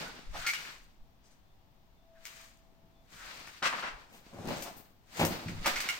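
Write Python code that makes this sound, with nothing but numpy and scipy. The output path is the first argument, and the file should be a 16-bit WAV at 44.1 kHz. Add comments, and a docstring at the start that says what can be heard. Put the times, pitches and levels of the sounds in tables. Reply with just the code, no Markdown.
"""Pistol-drawing practice: a man in a shell jacket, a few steps from a stereo microphone in a bare room.
He sweeps the jacket aside, draws, works the slide, aims, reholsters, lets the jacket fall and draws again.
Steel clicks and rings, the plastic holster knocks, cloth rubs and flaps, feet or body thud, walls answer.
Behind him the house is quiet: room air, a faint whine, far chirps. Quick moves puff air at the microphone."""
import sys
import numpy as np
from scipy import signal
from scipy.fft import rfft, irfft, next_fast_len
from scipy.io import wavfile

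SR = 44100
rng = np.random.default_rng(int(sys.argv[2]) if len(sys.argv) > 2 else 0)


def log_audio(samples):
    """Write samples as a 16-bit WAV file to the path given in sys.argv[1]."""
    # one column per channel
    frames = np.atleast_2d(samples).T
    # limit to full scale, then quantise
    limited = np.clip(frames, -1, 1)
    pcm = np.round(limited * 32767).astype(np.int16)
    wavfile.write(sys.argv[1], SR, pcm)


N = 264159
TIME = np.arange(N) / SR


def from_db(db):
    """Decibels to gain."""
    return 10 ** (np.asarray(db) / 20)


def rms_one(x):
    """Scale to rms 1."""
    return x / np.sqrt(np.mean(x ** 2) + 1e-30)


def energy_one(x):
    """Scale to an average energy of 1 per channel."""
    return rms_one(x) / np.sqrt(x.shape[-1])


def at_hz(points, hz):
    """Read a table on a log-frequency axis."""
    known_hz, values = np.transpose(points)
    return np.interp(np.log(np.maximum(hz, 1)), np.log(known_hz), values)


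def response(spectrum, tilt_db=0, size=4096):
    """Minimum-phase impulse response of a colour, tilted by tilt_db per octave about 1 kHz."""
    hz = np.fft.rfftfreq(size, 1 / SR)
    octaves = np.log2(np.maximum(hz, 200) / 1000)
    cepstrum = irfft(np.log(from_db(at_hz(spectrum, hz) + tilt_db * octaves)))
    cepstrum[1:size // 2] *= 2
    cepstrum[size // 2 + 1:] = 0
    return irfft(np.exp(rfft(cepstrum)))


def through(x, impulse):
    """Convolve along time, keeping the length."""
    return signal.oaconvolve(np.atleast_2d(x), np.atleast_2d(impulse), axes=-1)[:, :x.shape[-1]]


def add(track, s, sound):
    """Mix a sound into a track at second s."""
    start = max(0, round(s * SR))
    part = sound[:len(track) - start]
    track[start:start + len(part)] += part


def drift(turns_per_s):
    """A random wander with a spread near 1."""
    knots = rng.standard_normal(4096)
    return np.interp(TIME * turns_per_s, np.arange(len(knots)), knots)


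def swell(s, half_s):
    """A smooth rise and fall around a moment."""
    return np.exp(-((TIME - s) / half_s) ** 2)


def held(s, hold_s, rise_db_per_s, fall_db_per_s):
    """An envelope that rises to 1 at a moment, holds and falls away."""
    before_s, after_s = np.maximum(s - TIME, 0), np.maximum(TIME - s - hold_s, 0)
    return from_db(-rise_db_per_s * before_s - fall_db_per_s * after_s)


def burst(noise, envelope):
    """Enveloped noise, whitened so that only the body it excites gives it colour."""
    spectrum = rfft(noise * envelope)
    return irfft(spectrum / (np.abs(spectrum) + 1e-12)) * np.sqrt(envelope)


def diffuse(pair, shared=0.64, spacing_m=0.14, sound_m_per_s=343):
    """Sound from all sides: the two microphone ports hear waves longer than their spacing much alike."""
    size = next_fast_len(pair.shape[-1], True)
    mid, side = rfft(pair, size)
    alike = shared * np.sinc(2 * np.fft.rfftfreq(size, 1 / SR) * spacing_m / sound_m_per_s)
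    mid, side = mid * np.sqrt(1 + alike), side * np.sqrt(1 - alike)
    return irfft(np.array([mid + side, mid - side]), size)[:, :pair.shape[-1]]


def steady_noise(spectrum):
    """Smooth diffuse noise of one colour."""
    return rms_one(through(diffuse(rng.standard_normal((2, N))), response(spectrum, size=16384)))


def tone(hz, waver_hz):
    """A sine of rms 1 whose pitch wanders a little."""
    return np.sqrt(2) * np.sin(2 * np.pi * np.cumsum(hz + waver_hz * drift(9.7)) / SR)


def house_whine(hz=661, gain_db=-2, waver_db=1):
    """A faint, wavering whine comes and goes somewhere in the house."""
    # Each row: arrival at full level in seconds, hold in seconds, relative level in dB.
    whines = [(1.07, .27, -80), (1.62, 0.34, -81), (2.112, 0.074, -62), (2.373, .06, -66),
              (2.585, 0.44, -73.5)]
    spells = [from_db(db) * held(s, hold_s, rise_db_per_s=148, fall_db_per_s=130)
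              for s, hold_s, db in whines]
    return np.max(spells, axis=0) * from_db(gain_db - waver_db * drift(19)) * tone(hz, waver_hz=2.05)


def far_chirps():
    """Faint high chirps, a long way off."""
    # Each row: peak in seconds, half length in seconds, level in dB, pitch in Hz.
    chirps = [(1.505, .045, -86, 3550), (2.001, 0.054, -85.5, 3510), (2.988, .05, -82, 3510)]
    return sum(from_db(db) * swell(s, half_s) * tone(hz, waver_hz=26.8) for s, half_s, db, hz in chirps)


def room_air(ambience_db=-64.5, draught_db=-66.5):
    """Room tone, a low draught, and the puffs that quick movements push at the microphone."""
    # Colours of the room tone and of moving air. Each row: frequency in Hz, relative level in dB.
    ambience = [(15, 0), (50, -3.5), (100, -6.5), (230, -10), (450, -20), (800, -16), (1400, -25),
                (3500, -29.5), (8000, -43), (15000, -34)]
    air = [(10, -3.5), (25, -8), (38, -6.5), (60, -25.5), (150, -29), (500, -94)]
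    # Each row: peak in seconds, half length in seconds, level in dB.
    puffs = [(0.308, 0.049, -38.5), (0.4, 0.043, -48), (.84, 0.036, -59), (1.012, 0.026, -53),
             (3.945, 0.027, -46.5), (5.602, 0.07, -41.5), (5.757, .05, -45)]
    draught = from_db(draught_db) + sum(from_db(db) * swell(s, half_s) for s, half_s, db in puffs)
    return from_db(ambience_db) * steady_noise(ambience) + draught * steady_noise(air)


def direct(x, lead_s):
    """The straight path reaches the left port a moment before the right."""
    return np.array([x, np.interp(TIME - lead_s, TIME, x)])


def room(x, lead_s, early_db, late_db, early_s=0.031, first_echo_s=0.0028, build_s=0.0063, size=32768):
    """Direct sound, a cluster of reflections off the near walls, and a tail longest in the low mids."""
    # Each row: frequency in Hz, time to fall 60 dB in seconds.
    room_t60 = [(100, 0.41), (500, 0.73), (1500, 0.54), (4000, 0.38), (8000, 0.49), (15000, 0.57)]
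    t, hz = TIME[:size], np.fft.rfftfreq(size, 1 / SR)
    near, far = rng.standard_normal((2, 2, size))
    far_spectrum = rfft(far)
    centres = np.geomspace(100, 16000, 8)
    tail = 0
    for centre, share in zip(centres, np.eye(len(centres))):
        band = irfft(far_spectrum * at_hz(np.column_stack([centres, share]), hz))
        tail = tail + band * np.exp(-np.log(1000) * t / at_hz(room_t60, centre))
    arrived = np.clip(t / first_echo_s - 1, 0, 1)
    reflections = near * from_db(7.2 * rng.standard_normal(size))
    early = energy_one(diffuse(burst(reflections, arrived * np.exp(-t / early_s))))
    late = energy_one(diffuse(tail * arrived * (1 - np.exp(-t / build_s))))
    return direct(x, lead_s) + through(x, from_db(early_db) * early + from_db(late_db) * late)


def standing_waves(x):
    """The room's low modes boom on after a thud."""
    # Each row: frequency in Hz, relative level in dB, time to fall 60 dB in seconds.
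    room_modes = [(102.3, 3.5, 0.34), (163, 2, .22), (244, -4, 0.3), (274.6, -5, 0.26), (343.7, 4, 0.25),
                  (546, 3.5, 0.16), (833, -0.5, 0.12)]
    out = np.zeros(N)
    for hz, db, t60 in room_modes:
        q = np.pi * hz * t60 / np.log(1000)
        out += from_db(db) * signal.lfilter(*signal.iirpeak(hz, q, fs=SR), x)
    return out


def rubbing(spectrum, uneven_db, grains_per_s, grain_db):
    """Cloth friction: smooth sliding plus tiny slips of the weave, which bunch up as folds catch."""
    grip = from_db(uneven_db * drift(70))
    slipping = rng.random(N) < grains_per_s * grip / SR
    slips = slipping * from_db(8.1 * np.minimum(rng.exponential(1, N), 3))
    slide, snap = rng.standard_normal((2, 2, N))
    force = grip * slide + from_db(grain_db) * rms_one(slips * snap)
    return rms_one(through(diffuse(force), response(spectrum)))


def jacket_motion(swish_share_of_bulk=0.66):
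    """Each movement drives four cloth envelopes: bulky ones billow and swish more, crisp ones hiss more."""
    # Each row: arrival at full speed and hold in seconds, then level, bulk and crispness in relative dB.
    moves = [(0.0, 0.032, -48, 1, -4.5), (0.132, 0.029, -59.5, 0.5, -17), (0.381, 0.082, -49, -23, -2.5),
             (0.591, 0.091, -52, -12, -3), (1.25, .08, -77.5, -7, -8), (2.262, .17, -60, -20, 0.5),
             (2.624, 0.45, -91, 17, -9), (3.137, 0.062, -61.5, -13.5, 1), (3.254, 0.16, -54.5, -8.5, -4),
             (3.46, 0.12, -60.5, -16, -3), (3.773, 0.034, -51.5, -5.5, -8), (3.995, 0.033, -67.5, -3, -3.5),
             (4.13, 0.027, -69.5, 9.5, 3.5), (4.27, 0.031, -65.5, -4, -3.5), (4.35, 0.072, -78.5, 22, 12),
             (4.5, 0.013, -51.5, 12, -6), (4.548, 0.066, -52, -0.5, -0.5), (4.782, 0.0066, -66.5, 2, -9),
             (5.178, .03, -48.5, -2.5, 1), (5.327, 0.021, -47.5, 4.5, -7), (5.424, 0.36, -58, -0.5, -3),
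             (5.676, .02, -41.5, -9.5, -4.5), (5.794, 0.16, -47, -16, -6.5)]
    power = np.zeros((4, N))
    for s, hold_s, db, bulk_db, crisp_db in moves:
        shares = from_db([[db + bulk_db], [db + swish_share_of_bulk * bulk_db], [db], [db + crisp_db]])
        power += (shares * held(s, hold_s, rise_db_per_s=256, fall_db_per_s=107.5)) ** 2
    return np.sqrt(power)


def jacket(rustle_db=3, hiss_db=-2):
    """Big folds billow, sleeves swish, the stiff surface rustles and its fibres hiss."""
    # Colours of the cloth. Each row: frequency in Hz, relative level in dB.
    folds = [(40, -6), (100, -12), (180, 1), (300, -2), (450, -10), (900, -35.5)]
    sleeves = [(200, -26.5), (450, -2.5), (800, -0.5), (1100, -6), (1600, -10.5), (3000, -37.5)]
    surface = [(600, -30.5), (1000, 0), (1400, 2), (2300, 2.5), (3300, -3), (4700, -4), (7000, -20.5),
               (15000, -35)]
    fibres = [(2500, -21), (5000, -4.5), (6500, 4), (9000, 0.5), (15000, -1.5)]
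    billow, swish, rustle, hiss = jacket_motion()
    return (billow * rubbing(folds, uneven_db=-0.5, grains_per_s=150, grain_db=0.5)
            + swish * rubbing(sleeves, uneven_db=0, grains_per_s=320, grain_db=-9)
            + from_db(rustle_db) * rustle * rubbing(surface, uneven_db=-1.5, grains_per_s=630, grain_db=-15)
            + from_db(hiss_db) * hiss * rubbing(fibres, uneven_db=1.5, grains_per_s=470, grain_db=-10))


def contact(length_s, grit_db, rise, size=8192):
    """One touch: uneven micro-impacts that build over a share (rise) of its length and die fast."""
    force, roughness = rng.standard_normal((2, size))
    age = TIME[:size] / length_s
    envelope = np.exp(-age) * (1 - np.exp(-age / rise))
    return burst(force * from_db(grit_db * np.clip(roughness, -2, 2)), np.sqrt(envelope))


def blow(spectrum, length_s, tilt_db, grit_db, rise):
    """A contact heard through the colour of the thing that is hit; energy 1."""
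    return energy_one(through(contact(length_s, grit_db, rise), response(spectrum, tilt_db))[0])


def ringing(modes, size=8192):
    """Decaying modes, struck a little differently each time; energy 1."""
    hz, level_db, t60 = np.transpose(modes)[:, :, None]
    strength = from_db(level_db + rng.normal(0, 1.7, hz.shape)) * rng.choice([-1, 1], hz.shape)
    t = TIME[:size]
    partials = strength * np.sin(2 * np.pi * hz * t) * np.exp(-np.log(1000) * t / t60)
    return energy_one(np.sum(partials, axis=0))


def flaps_and_thuds(gain_db=25):
    """Cloth flaps, plus a few soft, dull thuds of feet or body."""
    # Each row: start in seconds, relative level in dB, length in seconds, tilt in dB per octave.
    soft_hits = [(.35, -51, 0.014, -14), (.565, -60.5, 0.011, -9), (2.825, -62, 0.015, -8),
                 (3.135, -61, 0.0053, -18), (4.125, -51, 0.025, 4), (4.324, -45.5, 0.027, -2.5),
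                 (4.385, -42.5, 0.0059, -4), (4.443, -44, 0.0026, -6.5), (4.484, -38, 0.0032, 1),
                 (4.504, -36, 0.0045, -0.5), (5.174, -42, 0.011, 0.5), (5.193, -27.5, 0.0082, 1.5),
                 (5.209, -23, 0.013, 0), (5.228, -31.5, 0.011, -2), (5.25, -33.5, 0.0012, 2),
                 (5.455, -37.5, 0.0074, -22), (5.485, -36, 0.023, -15), (5.527, -45.5, 0.0059, -22.5)]
    # Each row: frequency in Hz, relative level in dB.
    soft_colour = [(35, -19), (65, -13), (100, -6.5), (200, -5), (330, -8), (480, -9), (650, -9.5),
                   (880, -9), (1300, -16.5), (2500, -17), (6000, -35), (15000, -34.5)]
    out = np.zeros(N)
    for s, db, length_s, tilt_db in soft_hits:
        add(out, s, from_db(db + gain_db) * blow(soft_colour, length_s, tilt_db, grit_db=2, rise=0.78))
    return out


def holster(gain_db=23, ring_db=-14):
    """The pistol scrapes and snaps past the holster's catch; the shell gives a short hollow ring."""
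    # Each row: start in seconds, relative level in dB, length in seconds, tilt in dB per octave.
    knocks = [(0.35, -49, 0.007, 1.5), (3.621, -39, 0.0073, -5), (3.625, -30, 0.008, 3.5),
              (3.64, -36, 0.0098, 7.5), (3.652, -32, 0.0061, -2), (3.6562, -29, 0.0025, 5),
              (3.726, -34, 0.0043, -0.5), (3.78, -40.5, 0.0059, 3.5), (3.824, -35, 0.014, -0.5),
              (3.861, -39, 0.011, 2), (5.659, -30, 0.0018, 2), (5.666, -31.5, 0.002, -2)]
    # Colour of the plastic. Each row: frequency in Hz, relative level in dB.
    plastic = [(70, -26.5), (200, -10.5), (450, -7.5), (850, 3), (1350, 5.5), (2600, -2), (5000, -18),
               (8000, -29), (15000, -43)]
    # Each row: frequency in Hz, relative level in dB, time to fall 60 dB in seconds.
    shell_modes = [(975, 2, 0.03), (1347, -23.5, 0.12), (1380, 19, 0.022), (2080, 4.5, 0.11),
                   (2800, -18.5, 0.013), (4400, -8, 0.04)]
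    out = np.zeros(N)
    for s, db, length_s, tilt_db in knocks:
        knock = blow(plastic, length_s, tilt_db, grit_db=6, rise=0.15)
        add(out, s, from_db(db + gain_db) * (knock + from_db(ring_db) * ringing(shell_modes)))
    return out


def scrapes():
    """Short rubs of steel, grip and cuff: friction noise sings in one resonance while a part travels."""
    # Each row: peak in seconds, half length in seconds, level in dB, pitch in Hz, bandwidth in Hz.
    rubs = [(0.07, 0.067, -57, 1460, 110), (0.194, 0.11, -64, 1670, 1500), (0.354, 0.017, -44.5, 790, 300),
            (0.406, 0.03, -55, 1490, 200), (0.45, 0.016, -43, 1460, 109), (0.497, 0.0098, -37.5, 2200, 160),
            (0.552, 0.013, -46.5, 2880, 300), (1.257, 0.02, -73, 6400, 3500),
            (1.314, 0.016, -74.5, 6500, 4500), (2.168, 0.024, -70, 1630, 220),
            (2.275, 0.019, -61, 2750, 700), (3.224, 0.08, -55.5, 1500, 606), (3.85, 0.023, -59, 1200, 780),
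            (4.468, 0.11, -51, 617, 175), (4.67, 0.015, -44.5, 750, 386), (5.665, 0.0093, -32.5, 840, 604),
            (5.891, 0.012, -43, 2850, 130)]
    out = np.zeros(N)
    for s, half_s, db, hz, width_hz in rubs:
        resonance = signal.lfilter(*signal.iirpeak(hz, hz / width_hz, fs=SR), rng.standard_normal(N))
        out += from_db(db) * rms_one(resonance) * swell(s, half_s)
    return out


def pistol(gain_db=21):
    """Sharp steel clicks of the pistol and the jacket's zip; some set the slide ringing."""
    # Each row: start in seconds, relative level in dB, contact length in seconds,
    # tilt in dB per octave, ring against the click in dB.
    clicks = [(0.465, -27.5, 0.0065, 2, -0.5), (0.473, -42, 0.0017, 0.5, 9.5), (0.4885, -35, 0.0039, 0, 3),
              (.499, -39, 0.0024, 5, -11), (0.534, -30.5, 0.0039, 0, -25), (0.651, -44, 0.0019, -3.5, -28),
              (0.674, -46, 0.0012, -5.5, -36), (2.2538, -40.5, 0.00061, 4.5, -32),
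              (2.261, -51, 0.0017, 1.5, -35), (3.47, -48, 0.0036, 2.5, -23),
              (3.474, -45.5, 0.0018, -11.5, -28), (4.6223, -34.5, 0.0035, 8, -45),
              (4.764, -38, 0.014, 18, -42), (5.25, -25.5, 0.0021, 9.5, -46), (5.481, -40, 0.0062, -1, -8.5),
              (5.644, -33, 0.0084, -4.5, -17), (5.66, -26, 0.0042, 5.5, -11), (5.757, -30, 0.0087, 1, -6),
              (5.803, -30, 0.0022, 3.5, -12), (5.84, -37, 0.0056, -9, -19),
              (5.8882, -27.5, 0.0018, 1.5, -4), (5.903, -50, 0.0018, 4, 5)]
    # Colour of the steel. Each row: frequency in Hz, relative level in dB.
    steel = [(200, -42), (550, -23), (1000, -9), (1400, -1.5), (2300, 5.5), (3500, -9), (5000, -9),
             (8000, -14), (15000, -18.5)]
    # Each row: frequency in Hz, relative level in dB, time to fall 60 dB in seconds.
    slide_modes = [(1426, 3.5, .1), (2154, 7, 0.1), (2540, -30, .06), (3060, -21, 0.11), (4380, 4.5, 0.028),
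                   (4800, -11.5, 0.042), (6000, -8, 0.0694), (8860, -40, 0.032)]
    out = np.zeros(N)
    for s, db, length_s, tilt_db, ring_db in clicks:
        click = blow(steel, length_s, tilt_db, grit_db=4, rise=0.26)
        add(out, s, from_db(db + gain_db) * (click + from_db(ring_db) * ringing(slide_modes)))
    return out


def scene(boom_db=4):
    """A few steps off: pistol in the open, holster screened by the body, jacket facing the microphone."""
    # The man turns between the ports. Each row: time in seconds, left minus right in dB.
    turning = [(0, -3), (.55, -0.5), (3.3, 0.5), (5.25, -0.5), (5.7, -3.5)]
    thuds = flaps_and_thuds()
    man = (room(pistol() + scrapes(), lead_s=0.00003, early_db=0, late_db=-4)
           + room(holster(), lead_s=0.00003, early_db=4.5, late_db=1)
           + room(thuds, lead_s=0.00016, early_db=-3.5, late_db=-6.5)
           + from_db(boom_db) * standing_waves(thuds)
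           + jacket())
    pan_db = np.interp(TIME, *np.transpose(turning))
    house = house_whine() + far_chirps() + room_air()
    return man * from_db([pan_db / 2, -pan_db / 2]) + house


def record(dry, cutoff_hz=15900):
    """Recording colour: treble notched near 10-13 kHz, brighter on the left, top cut."""
    # Each row: frequency in Hz, gain in dB.
    left_colour = [(100, 1.5), (2500, 2.5), (6000, 7.5), (9400, 5), (10100, -4.5), (12500, -1.5),
                   (13200, 7.5), (16000, 0.5)]
    right_colour = [(100, -1), (2500, 0), (6000, 3.5), (9400, -3.5), (10100, -10), (12500, -12.5),
                    (13200, -6), (16000, -9)]
    heard = np.vstack([through(x, response(colour)) for x, colour in zip(dry, (left_colour, right_colour))])
    return signal.sosfilt(signal.ellip(10, 0.2, 80, cutoff_hz, fs=SR, output="sos"), heard)


dry = scene()
out = record(dry)
log_audio(out)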